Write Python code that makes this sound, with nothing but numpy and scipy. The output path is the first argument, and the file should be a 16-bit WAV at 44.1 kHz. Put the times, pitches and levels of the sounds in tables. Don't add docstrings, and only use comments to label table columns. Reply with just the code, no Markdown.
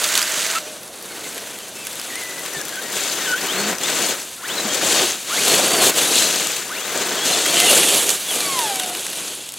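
import sys
import numpy as np
from scipy import signal
from scipy.fft import rfft, irfft, next_fast_len
from scipy.io import wavfile
from scipy.ndimage import uniform_filter1d, map_coordinates

SR = 44100
rng = np.random.default_rng(int(sys.argv[2]) if len(sys.argv) > 2 else 0)


def how_loud(loudness_db):
    steps = np.asarray(loudness_db, float) / 20
    return 10 ** steps


def int16_out(signal):
    q = np.round(np.clip(np.atleast_2d(signal).T, -1, 1) * 32767)
    wavfile.write(sys.argv[1], SR, q.astype(np.int16))


N = 422478


def unit(x):
    return x / np.sqrt(np.mean(x ** 2) + 1e-20)


def along(points, hz):
    f, v = np.transpose(points)
    return np.interp(np.log(hz + 1), np.log(f + 1), v)


def curves(rows):
    s, *cols = np.transpose(rows)
    return [np.interp(np.arange(N) / SR, s, c) for c in cols]


def wobble(rate):
    knots = rng.standard_normal(int(N * rate / SR) + 4)
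    return map_coordinates(knots, [np.arange(N) * rate / SR])


def filtered(x, response):
    m = next_fast_len(N + 8192)
    return irfft(rfft(x, m) * response(np.fft.rfftfreq(m, 1 / SR)), m)[..., :N]


def below(hz, edge_hz, order=6):
    return 1 / (1 + (hz / edge_hz) ** order)


def first_view():
    return np.arange(N) / SR < 0.588


def surges(rows, sharp=1):
    bite_db_per_s, let_go_db_per_s = 171 * sharp, 241 * sharp
    t = np.arange(0, N / SR + .002, .002)
    shapes = []
    for full_s, until_s, full_db, end_db, _ in rows:
        times = [full_s - 60 / bite_db_per_s, full_s, until_s, until_s + 60 / let_go_db_per_s]
        shapes.append(np.interp(t, times, [full_db - 60, full_db, end_db, end_db - 60]))
    shapes = np.array(shapes)
    loads = np.array(rows)[:, -1:]
    crush_db = shapes.max(axis=0)
    chassis_db = (shapes + loads).max(axis=0)
    return curves(np.transpose([t, crush_db, chassis_db - crush_db]))


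# time_s, crushing_db
BESIDE_TRUCK = [(0, -24), (.04, -22.5), (.16, -23), (.3, -25), (.53, -24.5), (.585, -26.5)]
# time_s, crushing_db, chassis_load_db
SLOW_CRAWL = [(.59, -34.5, -6), (.87, -44, 0.5), (1.25, -34.5, -4), (1.72, -38, -5), (2.02, -33, -8),
              (2.52, -33.5, -4), (2.92, -34, -3), (3.38, -29.5, -5.5), (3.77, -38, -3), (4.2, -32.5, -9.5),
              (4.37, -39, -11), (5.15, -31.5, -10), (5.26, -34, -20), (5.92, -28.5, -5), (6.6, -32.5, -7.5),
              (6.7, -34, -6), (8.1, -29, -11.5), (9.58, -38, -17)]
# full_s, until_s, crushing_db,
# end_db, chassis_load_db
DULL_SURGES = [(2.97, 3.3, -25.5, -30, -8.5), (3.44, 3.71, -31.5, -25, -1.5),
               (3.86, 4.11, -24.5, -23, -5.5), (4.5, 4.66, -31.5, -26.5, -2.5), (4.68, 4.92, -29, -19, -4),
               (4.92, 5.04, -18.5, -20, -4.5), (5.04, 5.13, -20, -26.5, -8.5),
               (5.34, 5.52, -21.5, -18.5, -8.5), (5.52, 5.75, -16.5, -20.5, -5.5),
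               (6.15, 6.6, -17, -29, -8.5), (6.75, 7.02, -37.5, -24.5, -3),
               (7.02, 7.2, -28.5, -26.5, -2.5), (7.28, 7.4, -18.5, -21.5, -7), (7.4, 7.72, -20.5, -18, -8)]
# full_s, until_s, crushing_db, end_db, chassis_load_db
RUSH_SURGES = [
    (5.75, 5.84, -23.5, -17.5, -2.5),
    (6.01, 6.13, -20.5, -24.5, -7),
    (7.4, 7.75, -39, -14, -12),
    (7.75, 8.08, -13.5, -22.5, -9),
    (8.12, 8.26, -21.5, -43, -8.5),
    (8.33, 8.65, -26.5, -26, -6),
    (8.65, 9.0, -28, -31, -6),
    (9.0, 9.28, -31, -31, -8.5),
    (9.28, 9.48, -28.5, -43.5, -10),
    (9.48, 9.58, -49, -39, -12),
]
# full_s, until_s, crushing_db, end_db, chassis_load_db
HEAP_BREAKS = [(3.455, 3.475, -35, -37, -13), (3.812, 3.85, -34, -31, -7), (4.73, 4.75, -39, -21, -7),
               (5.48, 5.5, -20.5, -19.5, -2), (5.545, 5.56, -19, -21, -8),
               (5.822, 5.885, -18.5, -15.5, -7.5), (5.897, 5.906, -15.5, -20.5, -4),
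               (5.968, 5.992, -20, -17, -5), (6.15, 6.19, -34, -23, -11), (7.255, 7.28, -21, -26, -14),
               (7.595, 7.605, -23, -17, -15), (7.71, 7.725, -12, -20, -13), (7.772, 7.782, -17, -15, -6),
               (7.89, 7.9, -16, -21, -14), (7.94, 7.95, -24, -18, -9), (7.972, 7.98, -19, -17, -15),
               (8.098, 8.11, -21, -21, -15)]
# coarse_db, fine_db, dust_db
LITTER_GRADES = [
    (-2.5, -10.5, -13),
    (-4, -10, -7),
    (-7, -13.5, -12.5),
    (-11.5, -4, -34),
    (-13, -11.5, -10),
]
# coarse_db_per_db, fine_db_per_db, dust_db_per_db
GRADE_GROWTH = [
    (-.4, 0.074, .5),
    (0.24, 0.034, 0.52),
    (-0.47, 0.63, -0.44),
    (-0.076, 0, 0.093),
    (-0.14, 0.37, .05),
]


def effort():
    usual_load_db, load_slopes = -6.5, (0.63, -0.41, 0.36)
    beside = np.where(first_view(), curves(BESIDE_TRUCK)[0], -120)
    crawl, load = curves(SLOW_CRAWL)
    crawl = np.where(first_view(), -120, crawl)
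    heaps = surges(HEAP_BREAKS, sharp=3.9)
    trucks = [(beside, usual_load_db), (crawl, load), surges(DULL_SURGES), surges(RUSH_SURGES), heaps]
    step = 32
    power = np.zeros((5, len(beside[::step])))
    for (crush_db, load_db), grades, grows in zip(trucks, LITTER_GRADES, GRADE_GROWTH):
        crush_db = crush_db[::step]
        load_db = (load_db + np.zeros(N))[::step]
        over_db = np.clip(crush_db + 25, -20, 20)
        graded = []
        for db, per_crush, per_load in zip(grades, grows, load_slopes):
            graded.append(crush_db + db + per_crush * over_db + per_load * (load_db - usual_load_db))
        power += how_loud(2 * np.array([crush_db, *graded, crush_db + load_db]))
    power[2] += how_loud(2 * -46)
    power[4] *= how_loud(2 * -7 * first_view()[::step])
    return curves(np.transpose([np.arange(0, N, step) / SR, *np.sqrt(power)]))


def patchy(depth_db):
    z = signal.stft(rng.standard_normal(N + 512), nperseg=256)[2]
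    field = uniform_filter1d(rng.standard_normal(z.shape), size=9, axis=0)
    field = uniform_filter1d(field, size=6, axis=1)
    return unit(signal.istft(z * how_loud(depth_db * unit(field)), nperseg=256)[1][:N])


def grains(s, size, hz, cycles):
    k = np.arange(56)
    turns = np.clip(hz, 300, .4 * SR)[:, None] * k / SR
    rows = size[:, None] * np.sin(2 * np.pi * turns) * turns * np.exp(-turns / cycles)
    places = np.round(s * SR).astype(int)[:, None] + k
    return np.bincount(places.ravel(), rows.ravel(), N + SR)[:N]


def crackle(centre_hz, spread, scatter_db, cycles, count):
    u = rng.random((count, 2))
    hz = centre_hz * np.exp(spread * rng.standard_normal(count))
    size = how_loud(-scatter_db * np.log(u[:, 1] + .008)) * np.sqrt(hz / centre_hz)
    return unit(grains(u[:, 0] * (N - 1) / SR, size, hz, cycles))


# pitch_hz, level_db (per Hz)
LEAF_COLOUR = [(470, -57), (800, -6.5), (965, -1.5), (1140, -2.5), (1520, 2.5), (1900, 1), (3140, 2.5),
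               (4340, 1.5), (5180, 1.5), (6500, 2), (8880, 0), (10700, 0), (14700, -2), (16000, -3.5)]
# time_s, brightness_db
WHEEL_FACING = [(0, 1.5), (.6, 0), (1.0, 2), (2, 1), (3, 1), (4.1, 0.5), (4.4, 1.5), (4.7, 0), (5.2, 0),
                (5.6, -1.5), (5.85, 0), (6.1, -0.5), (6.8, 0.5), (7.3, -1.5), (7.8, -2), (8.3, 2),
                (8.8, -1), (9.58, -2)]
# time_s, band_db
GROUND_HOLLOW = [(0, 1), (1, 2.5), (2, -1.5), (3, 1.5), (4, 0.5), (5, 2.5), (5.5, -2), (5.7, -5),
                 (5.85, -1.5), (6.2, 1.5), (6.8, 1), (7.4, 1), (7.8, -6), (8.2, -1), (9.58, -3)]


def litter(crush, coarse_gain, fine_gain, dust_gain, lumps):
    brittle_db = -8.5 - 0.061 * (20 * np.log10(crush) + 25)
    brittle = how_loud(np.where(first_view(), -2, brittle_db))
    rustle = patchy(depth_db=1.0)
    rustle = rustle + brittle * crackle(centre_hz=10000, spread=0.53, scatter_db=3.0, cycles=0.58, count=20000)
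    rustle = rustle + 0.19 * crackle(centre_hz=10000, spread=0.23, scatter_db=3.5, cycles=1.4, count=1200)
    rustle = rustle / np.sqrt(1 + brittle ** 2)

    def colour(hz):
        notch_db = 4 / (1 + ((hz - 5350) / 620) ** 4)
        return how_loud(along(LEAF_COLOUR, hz) - notch_db)

    whole = filtered(rustle * how_loud(lumps), colour)
    low, middle, high = [filtered(whole, lambda hz: below(hz, edge, order=12)) for edge in (2400, 8500, 12000)]
    coarse, body, fine, dust = low, middle - low, high - middle, whole - high
    bright = how_loud(curves(WHEEL_FACING)[0])
    leaves = crush * unit(body) + coarse_gain * unit(coarse)
    leaves = leaves + bright * (fine_gain * unit(fine) + dust_gain * unit(dust))
    band = filtered(leaves, lambda hz: below(hz, 6700) - below(hz, 4100))
    return leaves + (how_loud(curves(GROUND_HOLLOW)[0]) - 1) * band


# pitch_hz, level_db (per Hz)
CHASSIS_COLOUR = [(24, -68), (40, -87), (65, -26.5), (187, -4.5), (236, -5.5), (382, 1.5), (559, -0.5),
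                  (726, -2), (840, -6), (1300, -9), (1690, -16), (2860, -120)]


def chassis(gain, lumps):
    shaking = patchy(depth_db=1.0) * how_loud(0.97 * lumps + 0.52 * wobble(30))
    return gain * unit(filtered(shaking, lambda hz: how_loud(along(CHASSIS_COLOUR, hz))))


def tyres():
    *litter_gains, chassis_gain = effort()
    lumps = 0.059 * wobble(27) + 0.69 * wobble(45) + 0.71 * wobble(160)
    return litter(*litter_gains, lumps) + chassis(chassis_gain, lumps)


def tone(rows, orders, blur, flutter_db):
    s, hz, *levels = np.transpose(rows)
    t = np.arange(round(s[0] * SR), min(round(s[-1] * SR), N)) / SR
    gate = np.clip(np.minimum(t - s[0], s[-1] - t) / 0.0041, 0, 1)

    def chance(rate):
        knots = rng.standard_normal(int(len(t) * rate / SR) + 4)
        return map_coordinates(knots, [(t - t[0]) * rate])

    phase = 2 * np.pi * np.cumsum(np.interp(t, s, hz)) / SR + blur * (chance(220) + 3 * chance(45))
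    total = np.zeros(len(t))
    for i, (k, db) in enumerate(orders):
        level_db = np.interp(t, s, levels[min(i, len(levels) - 1)])
        total += how_loud(level_db + db + flutter_db * chance(56.6)) * np.sin(k * phase)
    out = np.zeros(N)
    out[round(s[0] * SR):][:len(t)] = np.sqrt(2) * gate * total
    return out


# time_s, pitch_hz, level_db
IDLE_PITCH = [
    (0.0, 597, -33),
    (0.098, 624.8, -42),
    (0.586, 666, -38),
    (0.602, 615, -38),
    (0.85, 607, -50),
]


def idle_motor():
    return tone(IDLE_PITCH, [(0.99, -1.5)], blur=0.5, flutter_db=2)


# pitch_hz, level_db (per Hz)
FOREST_COLOUR = [(15, -50), (25, -15), (200, 6.5), (416, 1.5), (591, 5), (2000, -11.5), (3820, -1),
                 (7110, -21), (9320, -28), (16000, -16)]


def forest():
    air = filtered(rng.standard_normal(N), lambda hz: how_loud(along(FOREST_COLOUR, hz)))
    return how_loud(-45) * unit(air)


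def breeze():
    air = rng.standard_normal((2, N))
    shared, own = filtered(air, lambda hz: below(hz, 80) * (1 - below(hz, 38)))
    level_db = np.where(first_view(), -64, -89) + 5 * wobble(2)
    return how_loud(level_db) * np.array([unit(shared), .15 * unit(own)])


# pitch_hz, t60_s
TRUNK_DECAY = [(300, 0.11), (3000, 0.17), (12000, 0.11)]


def trunks(x):
    hz, t, z = signal.stft(rng.standard_normal((2, SR // 3)), SR, nperseg=256)
    decay = how_loud(-60 * t / along(TRUNK_DECAY, hz)[:, None])
    tail = signal.istft(z * decay, SR, nperseg=256)[1]
    return signal.fftconvolve(x[None], tail / np.linalg.norm(tail[0]), axes=1)[:, :N]


# start_s, peak_db, pitch_hz
SNAP_BREAKS = [(0.041, 4.5, 6600), (0.141, 2, 6780), (0.153, 8, 3600), (.176, 7.5, 4500),
               (0.2268, 4.5, 4930), (.216, 3, 3220), (0.4661, -1, 5450), (0.557, -3, 2750),
               (1.869, -1.5, 10000), (2.155, -3, 9000), (3.7837, -5, 5960), (3.8337, -5, 3390),
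               (5.4799, 5, 3670), (5.9628, -1, 3270), (7.456, 0, 2000), (7.4615, 3, 1550), (7.543, 3, 1000),
               (7.767, 5, 1600), (7.601, 10.5, 2770), (8.092, 10, 6530), (8.102, 4, 3870),
               (8.404, 2.5, 4300), (8.5895, 6, 3600), (8.757, -0.5, 8650), (8.797, 4, 2920),
               (8.8005, -2, 3300), (8.9496, -3, 2900)]
# start_s, peak_db, pitch_hz
MORE_SNAP_BREAKS = [(.832, -17, 8970), (1.0246, -16, 5480), (1.3788, -6.5, 11300), (1.93, -15, 9300),
                     (1.997, -6, 5060), (2.393, -11, 7000), (2.461, -6, 3250), (2.5345, -9, 5930),
                     (2.6135, -9, 5580), (2.6524, -11, 8200), (2.692, -7, 5800), (2.9266, -9, 6540),
                     (3.8124, -7, 2800), (4.5795, -12, 3960), (6.564, -2, 8700), (8.834, -3, 2880),
                     (9.0653, -2.5, 8050), (9.1314, -5, 10000), (9.4898, -10, 3610), (9.521, -14, 5000),
                     (9.539, -7.5, 8450),
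                     (1.346, -15, 9180), (1.5875, -15, 3220), (1.6808, -19, 7890), (1.8504, -15, 3490),
                    (1.8579, -15, 2300), (1.9557, -12, 8500), (2.0145, -8, 3210), (2.235, -13, 2000),
                    (2.683, -9, 3250), (2.7563, -9, 3250), (2.8235, -13, 6530), (3.4683, -6, 3010),
                    (4.3153, -16, 8460), (4.7338, -7, 3740), (4.7448, -3, 3190), (5.9813, -14, 8300),
                    (6.4704, 1, 7000), (6.5176, -12, 6620), (7.0918, -3, 6600), (7.1541, -9, 7830),
                    (7.413, -14, 2750), (8.615, -6, 5060), (.8782, -20, 9450), (1.0583, -16, 7730),
                    (1.3277, -19, 10700), (8.5, -8, 12000), (8.861, -10, 11000), (8.897, -7, 11500),
                    (8.9695, -10, 9100), (9.008, -12, 10000), (9.018, -14, 7500), (9.1, -11, 8500),
                    (9.155, -12, 8500), (7.569, 1, 3160), (7.9394, 3, 8270)]


def snaps():
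    wood, leaf, t = np.zeros(N + SR), np.zeros(N + SR), np.arange(1800) / SR
    for s, db, hz in SNAP_BREAKS + MORE_SNAP_BREAKS:
        bulk = np.clip(how_loud(db + 6.0), 0, 1)
        grit = rng.standard_normal(len(t) + 2)
        shape = how_loud(db - 5.0 - 60 * t / (0.0074 + 0.0079 * bulk)) * (1 - np.exp(-t / 0.0004))
        rough = 1 + 0.64 * uniform_filter1d(grit[2:], size=12) * np.sqrt(12)
        ring = rough * np.sin(2 * np.pi * hz * t)
        here = slice(round(s * SR), round(s * SR) + len(t))
        wood[here] += shape * (0.5 * bulk * grit[2:] + 0.31 * ring)
        leaf[here] += shape * 0.93 * (1 - bulk) * (grit[2:] - grit[:-2])
    dull = filtered(wood[:N], lambda hz: below(hz, 15800))
    return filtered(dull + leaf[:N], lambda hz: below(hz, 15700) * (1 - below(hz, 900)))


def glide(s, length, from_hz, to_hz, db):
    ends_db = db - 4.5
    return [(s, from_hz, ends_db), (s + length / 2, (from_hz + to_hz) / 2, db), (s + length, to_hz, ends_db)]


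# start_s, length_s, from_hz, to_hz, level_db
CREEP_WHINES = [
    (0.55, 0.041, 1300, 1384, -25),
    (1.09, 0.055, 2220, 2130, -41),
    (1.238, 0.032, 2200, 2000, -37),
    (1.6, 0.07, 3200, 2980, -45),
    (1.739, 0.1, 2680, 2610, -40),
    (1.825, .05, 2600, 2120, -42),
    (2.532, 0.092, 1843, 1685, -36),
    (2.723, 0.089, 1654, 1536, -29.5),
    (2.82, 0.096, 1910, 1880, -38),
]


def creeping():
    return sum(tone(glide(*row), [(1, 0), (2, -7)], blur=.6, flutter_db=2.8) for row in CREEP_WHINES)


# time_s, level_db
SWITCH_LEVELS = [(.595, -44), (.9, -56), (1.2, -55), (2.3, -48.5), (4.3, -56), (6, -60), (8.1, -40),
                 (8.4, -45), (9.58, -64)]


def switching():
    rows = [(s, 5938, db) for s, db in SWITCH_LEVELS]
    return tone(rows, [(1, 0)], blur=.15, flutter_db=3)


# time_s, pitch_hz, level_db, octave_db (if heard)
WAVERING_MESH = [
    [(2.1, 2010, -30, -55), (2.135, 1880, -38, -55), (2.18, 2090, -32, -50), (2.21, 2110, -36, -48),
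     (2.24, 1990, -35, -48), (2.33, 1980, -39, -50), (2.37, 1960, -42, -52), (2.42, 2010, -33, -55)],
    [(3.185, 2000, -32, -45), (3.215, 1850, -35, -35), (3.245, 1830, -35, -39), (3.27, 1570, -26, -31),
     (3.305, 1480, -26.5, -36), (3.345, 1480, -18, -37), (3.37, 1600, -35, -36), (3.42, 1950, -36, -46)],
    [(4.685, 3080, -35), (4.712, 3270, -29), (4.74, 3210, -34), (4.765, 3200, -35)],
    [(7.175, 3240, -33), (7.2, 3250, -31), (7.25, 3370, -28)],
    [(8.285, 3420, -29), (8.3, 3400, -25), (8.32, 3120, -30), (8.345, 2830, -30)],
]


def wavering():
    total = 0
    for rows in WAVERING_MESH:
        orders = [(1, 0), (2, 0)][:len(rows[0]) - 2]
        total = total + tone(rows, orders, blur=.45, flutter_db=2.4)
    return total


# start_s, peak_db, pitch_hz
ROOT_BUMPS = [
    (2.563, -23, 150),
    (2.8, -32, 288),
    (4.649, -11.5, 218),
    (5.028, -8, 352),
    (5.86, -5, 390),
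    (7.3, -14, 737),
    (7.345, -11, 700),
    (7.533, -10, 680),
    (8.948, -33, 320),
]


def bumps():
    low, t = np.zeros(N + SR), np.arange(1800) / SR
    for s, db, hz in ROOT_BUMPS:
        swing = how_loud(db - 4 - 60 * t / 0.089) * np.sin(2 * np.pi * hz * t)
        low[round(s * SR):][:len(t)] += swing * (1 - np.exp(-t / 0.0082))
    return low[:N]


# time_s, pitch_hz, level_db, octave_db
SPIN_UP_PULLS = [
    [(3.482, 3020, -30, -50), (3.51, 3200, -25, -50), (3.53, 3810, -30, -50), (3.56, 4180, -32, -50),
     (3.6, 4350, -33, -50), (3.65, 4480, -36, -55), (3.69, 4350, -35, -50)],
    [(4.4, 652, -48, -44), (4.43, 1050, -37, -46), (4.455, 1710, -30, -36), (4.478, 2350, -36, -41),
     (4.5, 3100, -27, -50), (4.525, 3700, -33, -50), (4.555, 4080, -39, -50), (4.573, 4200, -31, -50),
     (4.582, 4000, -25, -50), (4.592, 3930, -28, -50)],
    [(5.295, 1043, -36, -36), (5.32, 1286, -28, -39), (5.345, 1535, -32, -40), (5.365, 1786, -32, -32),
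     (5.39, 2290, -26, -36), (5.41, 2800, -32, -45), (5.43, 3500, -36, -45)],
    [(6.693, 884, -41, -48), (6.72, 1400, -29, -46), (6.75, 1950, -38, -38), (6.775, 2620, -35, -50),
     (6.81, 3100, -36, -52), (6.84, 3650, -39, -52), (6.872, 4100, -36, -50)],
]


def spinning_up():
    return sum(tone(rows, [(1, 0), (2, 0)], blur=.8, flutter_db=2.2) for rows in SPIN_UP_PULLS)


# time_s, pitch_hz, level_db, second_multiple_db
LABOURING = [
    (3.54, 183.3, -37, -35),
    (3.69, 218, -30, -33),
    (3.75, 173, -45, -52),
]


def labouring_shaft():
    return tone(LABOURING, [(1, 0.1), (2, 0.1)], blur=0.1, flutter_db=1.5)


# start_s, length_s, from_hz, to_hz, level_db
SHORT_WHINES = [(4.595, 0.022, 3990, 4000, -26), (4.375, .05, 1340, 1420, -42),
                (6.125, .04, 2600, 3000, -27), (6.175, .05, 3250, 3170, -29), (7.318, .025, 4150, 4080, -23),
                (7.33, .025, 3650, 3520, -26), (7.58, 0.1, 2080, 2030, -25), (7.59, 0.065, 690, 720, -26.5),
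                (7.7, 0.047, 690, 460, -22.5), (7.64, .055, 440, 420, -26.5), (7.765, .06, 310, 400, -26),
                (7.465, 0.056, 300, 380, -27), (8.262, .025, 3200, 3520, -34), (8.37, .025, 2900, 3450, -30),
                (7.885, 0.027, 2600, 3900, -28), (3.825, 0.0424, 3200, 3800, -28)]


def whining():
    return sum(tone(glide(*row), [(1, 0), (2, -14)], blur=.4, flutter_db=2) for row in SHORT_WHINES)


# time_s, pitch_hz, level_db
HELD_SPEED = [
    [(5.445, 4140, -33), (5.5, 4300, -28), (5.56, 4260, -27), (5.6, 4550, -36), (5.64, 4560, -33),
     (5.68, 4650, -33), (5.72, 4530, -28), (5.77, 4580, -26), (5.84, 4120, -24)],
    [(7.455, 3220, -29), (7.5, 3210, -24), (7.54, 3200, -30), (7.57, 3055, -25), (7.61, 3160, -27),
     (7.65, 3180, -25), (7.69, 2780, -23), (7.73, 2840, -29), (7.76, 3000, -30)],
    [(6.01, 3300, -30), (6.045, 3650, -25), (6.075, 3900, -29), (6.11, 3960, -38), (6.16, 3950, -26),
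     (6.19, 4120, -28), (6.21, 4080, -32), (6.23, 4080, -26), (6.27, 4050, -28)],
]


def holding():
    return sum(tone(rows, [(1, 0)], blur=1.1, flutter_db=2.5) for rows in HELD_SPEED)


# time_s, pitch_hz, level_db, overtones_db
RUN_DOWN = [(8.33, 1215, -44, -38), (8.396, 1195, -43, -37), (8.46, 1139, -35, -36),
            (8.544, 1070, -28.5, -34), (8.6, 970, -27.5, -40), (8.66, 859, -27, -38),
            (8.724, 782, -32, -41), (8.8, 746, -36, -44), (8.912, 713, -36, -47), (8.96, 737, -42, -54)]
# multiple, level_db
RUN_DOWN_ORDERS = [(1, 0), (2, -1), (3, -2), (4, 2), (5, 0), (6, -1)]


def coasting():
    poles = tone(RUN_DOWN, RUN_DOWN_ORDERS, blur=0.06, flutter_db=2.2)
    return filtered(poles, lambda hz: below(hz, 5300))


def motors():
    slow = idle_motor() + creeping() + switching() + wavering()
    return slow + spinning_up() + labouring_shaft() + whining() + holding() + coasting()


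# time_s, left_right_db
TRUCK_BEARING = [(0, -3), (.585, -2.5), (.59, -0.5), (2.2, 2), (2.5, 6), (4.07, 6.5), (4.33, 0),
                 (4.55, 7.5), (5.1, 3), (5.9, 1.5), (6.85, 6.5), (7.07, 5), (8.1, -2), (8.3, 0.5),
                 (9.58, 0)]
# pitch_hz, share
PORT_AIM = [(1200, 0.01), (2400, 0.17), (4400, 0.58), (8100, 1.23), (15000, 0.29)]
# pitch_hz, share
PHASE_LOSS = [(1200, 0.015), (3100, 0.042), (6800, 1), (15000, 1)]
# pitch_hz, level_db
UNSHARED = [(40, -43), (200, -31.5), (700, -34), (1400, -36), (2500, -26.5), (5000, -43.5), (15000, -20)]


def scene():
    near = tyres() + snaps() + bumps() + motors()
    far, echo, air = forest(), trunks(near), breeze()
    lean = np.tanh(curves(TRUCK_BEARING)[0] * np.log(10) / 40)
    mid = near + far + how_loud(-20) * echo[0] + air[0]
    drift = np.exp(1j * np.cumsum(0.038 * wobble(29)))
    spread = np.real(signal.hilbert(near, next_fast_len(N))[:N] * drift)
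    aimed = filtered(lean * near, lambda hz: along(PORT_AIM, hz))
    aimed = aimed + filtered(lean * spread, lambda hz: along(PHASE_LOSS, hz))
    unlike = spread + 0.094 * echo[1] + 11.0 * far[::-1]
    side = aimed + air[1] + filtered(unlike, lambda hz: how_loud(along(UNSHARED, hz)))
    return np.array([mid + side, mid - side])


def low_pass(x):
    return signal.sosfilt(signal.butter(12, 16180, fs=SR, output="sos"), x)


def record(dry):
    held = dry / (1 + np.abs(dry / .85) ** 6) ** (1 / 6)
    kept = filtered(held, lambda hz: (1 - below(hz, 33)) * (hz < 15880))
    return low_pass(kept)


dry = scene()
out = record(dry)
int16_out(out)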